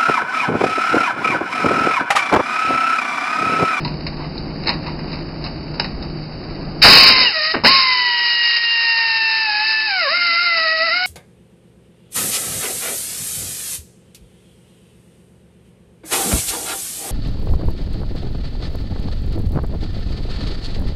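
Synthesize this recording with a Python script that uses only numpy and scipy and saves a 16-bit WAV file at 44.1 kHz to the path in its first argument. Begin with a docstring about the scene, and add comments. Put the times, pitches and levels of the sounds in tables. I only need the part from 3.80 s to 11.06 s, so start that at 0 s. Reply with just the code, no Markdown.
"""Over workshop rumble, a pneumatic strapping tool is set on a wrapped coil; foot and strap knock and scrape.
At 3.0 s the air valve opens: a five-vane motor spins up, whines under exhaust hiss and takes up the slack.
At 3.8 s a second pull starts; the motor slows as the strap draws tight, nearly stalls and labours on.
A small camera close by hears it all through a narrow band and overloads with a low rumble at each start."""
import sys
import numpy as np
from scipy import signal
from scipy.fft import rfft, irfft, next_fast_len
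from scipy.io import wavfile
from scipy.ndimage import uniform_filter1d

SR = 44100
rng = np.random.default_rng(int(sys.argv[2]) if len(sys.argv) > 2 else 0)


def materialize(psi):
    """Save the field psi as 16-bit PCM at rate SR to the path in sys.argv[1].

    A 1-D psi becomes a single channel; in a 2-D psi each row is a channel.
    """
    bounded = np.clip(np.atleast_2d(psi).T, -1, 1)
    quanta = np.round(bounded * 32767).astype(np.int16)
    wavfile.write(sys.argv[1], SR, quanta)


N = 320166
TIME = np.arange(N) / SR
FREE_HZ, LOADED_HZ = 1083, 648  # vane rate running free, pulling hard

# steel contact noise, body and bright bands: (frequency [Hz], density [dB])
CONTACT_BODY = [(100, -8), (400, -6), (900, 2.5), (1400, -5.5), (2000, -1), (2700, 0), (3500, -20.5),
                (5500, -30)]
CONTACT_BRIGHT = [(1000, -30.5), (3000, -21.5), (3900, -2.5), (4700, -1), (5500, -5)]
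# tool on the coil: (frequency [Hz], level [dB], t60 [s])
COIL_MODES = [(239, -4.5, 0.18), (322, -7.5, 0.13), (664, -9, 0.049), (907, -5, 0.05), (966, -0.5, 0.13),
              (1094, -7.5, 0.12), (1990, -14, 0.19)]


def air_tool(pull, speed_curve, spin_up_s=.016, coast_s=.036, load_onset_hz=1000, brake_hz_per_s=5100):
    """One throttle pull: vanes chop the air into a whine, the exhaust hisses, the rotor coasts down."""
    # exhaust hiss: (frequency [Hz], density [dB])
    hiss_colour = [(40, -32), (150, -30), (400, -36), (750, -23.5), (1200, -16.5), (1800, -11),
                   (2400, -6.5), (3000, -8), (3800, -5), (4300, -3.5), (4950, -0.5), (5400, -3)]
    opens_s, starts_s, shuts_s, whine_db, boost_peak_db, boost_s, burst_db, roar_db = pull
    vane_hz = curve(speed_curve)
    valve = ramp(opens_s, .018) * (1 - ramp(shuts_s - .01, .017))
    spin = 1 - np.exp(-elapsed(starts_s) / spin_up_s)
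    spin *= np.exp(-elapsed(shuts_s) / coast_s)  # friction, once the air is off
    # more load: slower, less even
    load = np.clip((load_onset_hz - vane_hz) / (load_onset_hz - LOADED_HZ), 0, 1)
    unsteady = .002 * walk(260) + .007 * (.12 + load ** 2) * walk(70)
    phase = 2 * np.pi * np.cumsum(vane_hz * spin * (1 + unsteady)) / SR
    # hiss and whine are loudest at each start, then settle
    held_s = elapsed(opens_s)
    boost_db = boost_peak_db * np.exp(-(held_s / boost_s) ** 2.57)
    braking = np.clip(-np.gradient(vane_hz) * SR / brake_hz_per_s, 0, 1) ** 3
    choke = lag(braking, .014)  # hard braking chokes the air flow
    strain_db = 7 * fade(starts_s, .25)  # rotor accelerating
    tone_db = whine_db + strain_db + .3 * boost_db - 9.5 * choke
    tone = whine(vane_hz * spin, phase, load) * ramp(starts_s, .0068) * undb(tone_db)
    puffs = 1 + .16 * np.cos(phase)  # one per vane
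    hiss_db = -18.4 + boost_db - .8 * held_s - 4 * choke
    hiss = noise(hiss_colour) * puffs * undb(hiss_db + 1.1 * walk(60) + .7 * walk(9))
    bleed = ramp(shuts_s, .0062) * fade(shuts_s, .11)
    rumble = overload_rumble(starts_s, vane_hz, burst_db, roar_db)
    return valve * (tone + rumble) + (valve + bleed) * hiss + coast(shuts_s, spin, phase)


def whine(vane_hz, phase, load, free_span_hz=42, rotor_db=-23.5, alias_db=-27, mirror_hz=3000):
    """Three vane harmonics slide through exhaust resonances: purest when free, fluttering under load."""
    # other rotor lines at full load: (multiple of vane rate, relative level [dB])
    rotor_lines = [(.4, -30), (.6, -38), (4, -6.5), (6.001, -16.5), (7, -16)]
    # third harmonic as the slack runs out: (time [s], half-length [s], level [dB])
    shriek = [(3.474, .016, -11)]
    free = np.clip(1 - (FREE_HZ - vane_hz) / free_span_hz, 0, 1)
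    lines = [(k, exhaust_db(k * vane_hz) - 13 * free * (k > 1)) for k in range(1, 4)]
    lines += [(k, rotor_db + db - 10 * (1 - load) * (k > 1)) for k, db in rotor_lines]
    tone = swells(shriek) * np.sin(3 * phase)
    for k, db in lines:
        flutter_db = (.9 if k >= 1 else 3.5) * walk(110) + 3.2 * load * walk(45) / max(k, 1)
        tone += undb(db + flutter_db) * np.sin(k * phase + rng.uniform(0, 2 * np.pi))
    # camera aliasing: a faint, thin rising tone, the third harmonic mirrored about mirror_hz
    alias_gain = (load > 0) * np.maximum(1 - 2 * load, 0)
    alias = np.sin(4 * np.pi * mirror_hz * TIME - 3 * phase) * alias_gain
    return np.sqrt(2) * (tone + undb(alias_db) * alias)


def exhaust_db(hz):
    """Level at which the exhaust passes a tone."""
    # resonances: (frequency [Hz], level [dB])
    response = [(300, -26.5), (540, -25.5), (635, -29.5), (780, -24), (900, -31), (1070, -19.5),
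                (1220, -29), (1400, -21), (1660, -25.5), (1800, -20.5), (2060, -19), (2420, -27),
                (2810, -20), (3100, -31.5)]
    # gaps between them: (frequency [Hz], half-width [Hz], depth [dB])
    gaps = [(700, 24, -13), (941, 14.5, -14.5)]
    gaps_db = sum(db * np.exp(-((hz - centre_hz) / width_hz) ** 2) for centre_hz, width_hz, db in gaps)
    return np.interp(hz, *np.transpose(response)) + gaps_db


def overload_rumble(starts_s, vane_hz, burst_db, roar_db):
    """Low overload rumble at each start, as shaped noise: a sharp burst, then a fading roar."""
    # rumble: (frequency [Hz], density [dB])
    rumble_colour = [(30, -3), (120, -3.5), (260, 2.5), (500, 0), (900, -0.5), (1700, -3), (2800, -7.5),
                     (4000, -9), (5500, -16)]
    burst = undb(burst_db) * fade(starts_s + .008, t60_s=.2)
    roar = undb(roar_db) * fade(starts_s, t60_s=1.85) * (vane_hz / FREE_HZ) ** 4
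    return noise(rumble_colour) * np.hypot(burst, roar) * undb(1.4 * walk(120))


def coast(shuts_s, spin, phase, gain_db=-16):
    """Air off: the vanes slap the housing one by one, over a sinking tone."""
    # housing resonances: (frequency [Hz], width [Hz], level [dB])
    housing = [(298, 140, 1), (560, 480, -2), (1235, 650, -4), (1860, 420, -8)]
    vane_passes = np.diff(np.floor(phase / (2 * np.pi)), prepend=0)
    slaps = vane_passes * undb(2.3 * rng.standard_normal(N))
    rattle = unit(room(resonate(slaps, housing), wet_db=0, t60_s=.04))
    sinking = np.sin(phase) + (np.sin(2 * phase) + np.cos(3 * phase) + np.sin(4 * phase)) / 2
    decay = np.maximum(fade(shuts_s + .036, t60_s=.21), TIME < shuts_s + .03)
    envelope = ramp(shuts_s + .0081, .0091) * decay
    return undb(gain_db) * (.36 * rattle + sinking * np.sqrt(spin)) * envelope


def knocks(snap_db=6, contact_s=.0016):
    """Steel on steel: each contact snaps, clatters briefly and rings the foot."""
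    # foot, strap and feed wheel: (time [s], body [dB], bright [dB], t60 [s])
    contacts = [(0.048, -31, -25, 0.076), (0.077, -35.5, -31.5, 0.061), (0.266, -29, -26.5, 0.08),
                (0.578, -40, -26, 0.04), (0.873, -24.5, -18, 0.045), (0.881, -22, -24, 0.045),
                (0.892, -23, -17.5, 0.035), (0.9, -22, -38, 0.081), (0.938, -35, -31, 0.06),
                (1.191, -32.5, -41, 0.054), (1.329, -32.5, -34, 0.12), (1.64, -36, -28, 0.11),
                (1.663, -32.5, -32.5, 0.069), (1.998, -17.5, -15.5, 0.047), (2.044, -29, -28, 0.11),
                (2.225, -43, -27.5, 0.046), (2.638, -42, -38, 0.064)]
    # steel foot: (frequency [Hz], level [dB], t60 [s])
    foot_modes = [(2735, -5, 0.022), (4260, -7, 0.034), (4990, -2.5, 0.05), (5207, -5, 0.039)]
    blows = [(s, db) for s, db, _, _ in contacts]
    hardest_db = max(db for _, db in blows)
    body, bright = 0, 0
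    for s, body_db, bright_db, t60_s in contacts:
        snap = undb(snap_db + (body_db - hardest_db) / 2) * fade(s, .01)  # firm blows snap most
        envelope = snap + ramp(s, contact_s) * fade(s, t60_s) * np.sqrt(2)
        body += undb(body_db) * envelope
        bright += undb(bright_db - 1) * envelope
    rings = strike(blows, foot_modes)
    return body * noise(CONTACT_BODY) + bright * noise(CONTACT_BRIGHT) + rings


def bumps():
    """The tool, set down or jerking as it grips, rings briefly on the coil."""
    # tool's weight on the coil: (time [s], level [dB])
    blows = [(.052, -24), (.897, -19.5), (1.072, -37), (2.001, -32), (3.047, -9), (3.837, -16)]
    return strike(blows, COIL_MODES)


def strap(rub_db=-43.5, fall_db_per_s=.5, threaded_s=3.03, grain_db=4):
    """The strap sticks and slips as it is threaded into the jaws."""
    # pushes further in: (time [s], half-length [s], level [dB])
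    scrapes = [(.04, 0.14, -44), (.425, .04, -38.5), (.89, .05, -32), (1.07, 0.054, -34.5),
               (1.335, 0.061, -40), (1.655, 0.048, -41), (2.03, .04, -41)]
    friction = .98 * noise(CONTACT_BODY) + noise(CONTACT_BRIGHT)
    threading = undb(rub_db - fall_db_per_s * TIME) * (1 - ramp(threaded_s, .054))
    return unit(friction * undb(grain_db * walk(250))) * (threading + swells(scrapes))


def drag():
    """The foot rubs the wrapping and excites the coil's resonances."""
    # foot drags: (time [s], half-length [s], level [dB])
    drags = [(.425, .04, -32), (1.08, .025, -35), (2.25, 0.013, -36)]
    resonances = [(hz, hz / 6, db) for hz, db, _ in COIL_MODES]
    rubbing = rng.standard_normal(N) * undb(3.5 * walk(200))
    return unit(resonate(rubbing, resonances)) * swells(drags)


def grip(time_s=2.19, half_length_s=.08, level_db=-31):
    """A hand shifts on the camera; deep rumble reaches the microphone through its body."""
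    return noise([(30, -11), (52, 0), (75, -12)]) * swells([(time_s, half_length_s, level_db)])


def workshop(hum_hz=152.3):
    """Rumble of distant machines, a wavering hum and a thin hiss."""
    # rumble and hiss: (frequency [Hz], density [dB])
    rumble_colour = [(12, -26.5), (20, -1), (119, -8.5), (156, -4), (228, -7.5), (339, -6.5), (418, -15),
                     (818, -19), (1010, -24), (1220, -25), (1780, -30), (2590, -32.5), (3000, -35.5),
                     (3900, -80), (6600, -120)]
    hiss_colour = [(2500, -19), (3700, -13.5), (4300, -6), (4650, 6.5), (5000, -2), (5500, -4.5)]
    # background, sinking while the tool runs: (time [s], level [dB])
    levels = [(0, -27.5), (3.2, -28), (3.5, -66), (3.8, -38.5), (4.2, -59.5), (7.26, -57.5)]
    rumble = noise(rumble_colour) * undb(.71 * walk(7.4))
    hum_phase = 2 * np.pi * np.cumsum(hum_hz * (1 + .008 * walk(9))) / SR
    hum = np.sqrt(2) * np.sin(hum_phase) * undb(-6 + 2 * walk(4.4))
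    hiss = undb(-14) * noise(hiss_colour)
    return (rumble + hum + hiss) * undb(curve(levels))


def room(x, wet_db, t60_s):
    """Reflections add a diffuse tail."""
    tail = rng.standard_normal(N) * fade(.0067, t60_s)
    return x + undb(wet_db) * signal.fftconvolve(x, tail[:SR] / np.sqrt(np.sum(tail ** 2)))[:N]


def strike(blows, modes):
    """Each (s, dB) blow rings the (Hz, dB, t60 s) modes in a random balance."""
    t = np.arange(SR // 2) / SR
    out = np.zeros(N + len(t))
    for s, blow_db in blows:
        ring = sum(undb(db + 2 * rng.standard_normal() - 60 * t / t60_s) * np.sin(2 * np.pi * hz * t)
                   for hz, db, t60_s in modes)
        start = int(s * SR)
        out[start:start + len(t)] += undb(blow_db) * ring
    return out[:N]


def resonate(x, modes):
    """Parallel (Hz, width Hz, dB) resonances."""
    return sum(undb(db) * signal.lfilter(*signal.iirpeak(hz, hz / width_hz, fs=SR), x)
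               for hz, width_hz, db in modes)


def noise(colour):
    """Noise, rms 1, shaped by (Hz, dB) points and rolled off above the last."""
    hz, db = np.transpose(colour)
    bins_hz = np.maximum(np.fft.rfftfreq(N, 1 / SR), 1)
    gain = undb(np.interp(np.log(bins_hz), np.log(hz), db))
    gain /= 1 + (bins_hz / hz[-1] / 1.1) ** 16
    return unit(irfft(rfft(rng.standard_normal(N)) * gain, N))


def walk(rate_hz):
    """Smooth random drift, rms 1."""
    hold = max(int(SR / rate_hz), 2)
    steps = np.repeat(rng.standard_normal(N // hold + 1), hold)[:N]
    return unit(uniform_filter1d(uniform_filter1d(steps, hold), hold))


def swells(events):
    """Gaussian gain round each (s, half-length s, dB) event."""
    return sum(undb(db) * np.exp(-((TIME - s) / half_s) ** 2) for s, half_s, db in events)


def fade(start_s, t60_s):
    """Jump to 1, then lose 60 dB per t60."""
    age_s = TIME - start_s
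    return (age_s >= 0) * np.exp(-np.log(1000) * np.clip(age_s / t60_s, 0, 10))


def ramp(start_s, length_s):
    """Rise from 0 to 1."""
    return np.clip((TIME - start_s) / length_s, 0, 1)


def elapsed(start_s):
    """Seconds since start, 0 before."""
    return np.maximum(TIME - start_s, 0)


def curve(points):
    """Straight lines through (s, value) points."""
    return np.interp(TIME, *np.transpose(points))


def lag(x, tau_s):
    """First-order lag."""
    pole = np.exp(-1 / (tau_s * SR))
    return signal.lfilter([1 - pole], [1, -pole], x)


def undb(db):
    """Decibels to gain."""
    return 10 ** (np.asarray(db) / 20)


def unit(x):
    """Scale to rms 1."""
    return x / np.sqrt(np.mean(x ** 2) + 1e-18)


def scene():
    """Handling, then two pulls of the throttle, over the workshop."""
    # throttle: (valve opens [s], rotor starts [s], valve shuts [s], whine [dB],
    # start boost [dB], boost length [s], rumble burst [dB], rumble roar [dB])
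    pulls = [(3.016, 3.04, 3.728, -4, 17.5, .37, -3, -12.5),
             (3.836, 3.838, 7.4, -0.67, 10, .22, -11.5, -30)]
    # motor taking up slack, then tensioning: (time [s], vane rate [Hz])
    slack_speed = [(3.09, 1091), (3.16, 1100), (3.27, 1054), (3.42, 1024), (3.475, 948), (3.505, 820.6),
                   (3.535, 652.4), (3.6, 613), (3.71, 639)]
    tension_speed = [(3.92, 1092), (4.12, 1013), (4.32, 962.3), (4.48, 955.5), (5.23, 916), (5.39, 897.8),
                     (5.63, 888), (5.71, 839.3), (5.79, 845), (5.85, 879.4), (6.06, 874), (6.11, 795),
                     (6.2, 715), (6.28, 536.6), (6.35, 704), (6.43, 701), (6.53, 677.8), (6.63, 704),
                     (6.8, 652), (7.0, 639), (7.06, 680), (7.1, 642), (7.15, 712), (7.24, 740)]
    tool = air_tool(pulls[0], slack_speed) + air_tool(pulls[1], tension_speed)
    handling = knocks() + bumps() + strap() + drag()
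    foreground = room(tool, wet_db=-11.5, t60_s=.35) + room(handling, wet_db=-8, t60_s=.21)
    return (foreground + workshop() + grip())[None]


def record(dry, input_limit=1.11, top_hz=15800):
    """The camera's input overloads; it passes a narrow, deeply notched band and clips the overshoot."""
    # camera response: (frequency [Hz], gain [dB])
    response = [(0, 0), (3020, 0), (3200, -11), (3310, -55), (3490, -55), (3600, -13), (3740, 0), (5230, 0),
                (5420, -12), (5560, -45), (5800, -75)]
    size = next_fast_len(N + SR)
    gain = undb(np.interp(np.fft.rfftfreq(size, 1 / SR), *np.transpose(response)))
    overloaded = np.clip(dry, -input_limit, input_limit)
    narrow = irfft(rfft(overloaded, size) * gain, size)[:, :N] * ramp(0, .00086)
    lowpass = signal.ellip(8, .2, 70, top_hz, fs=SR, output="sos")
    return signal.sosfilt(lowpass, np.clip(narrow, -1, 1))


dry = scene()
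out = record(dry)
materialize(out)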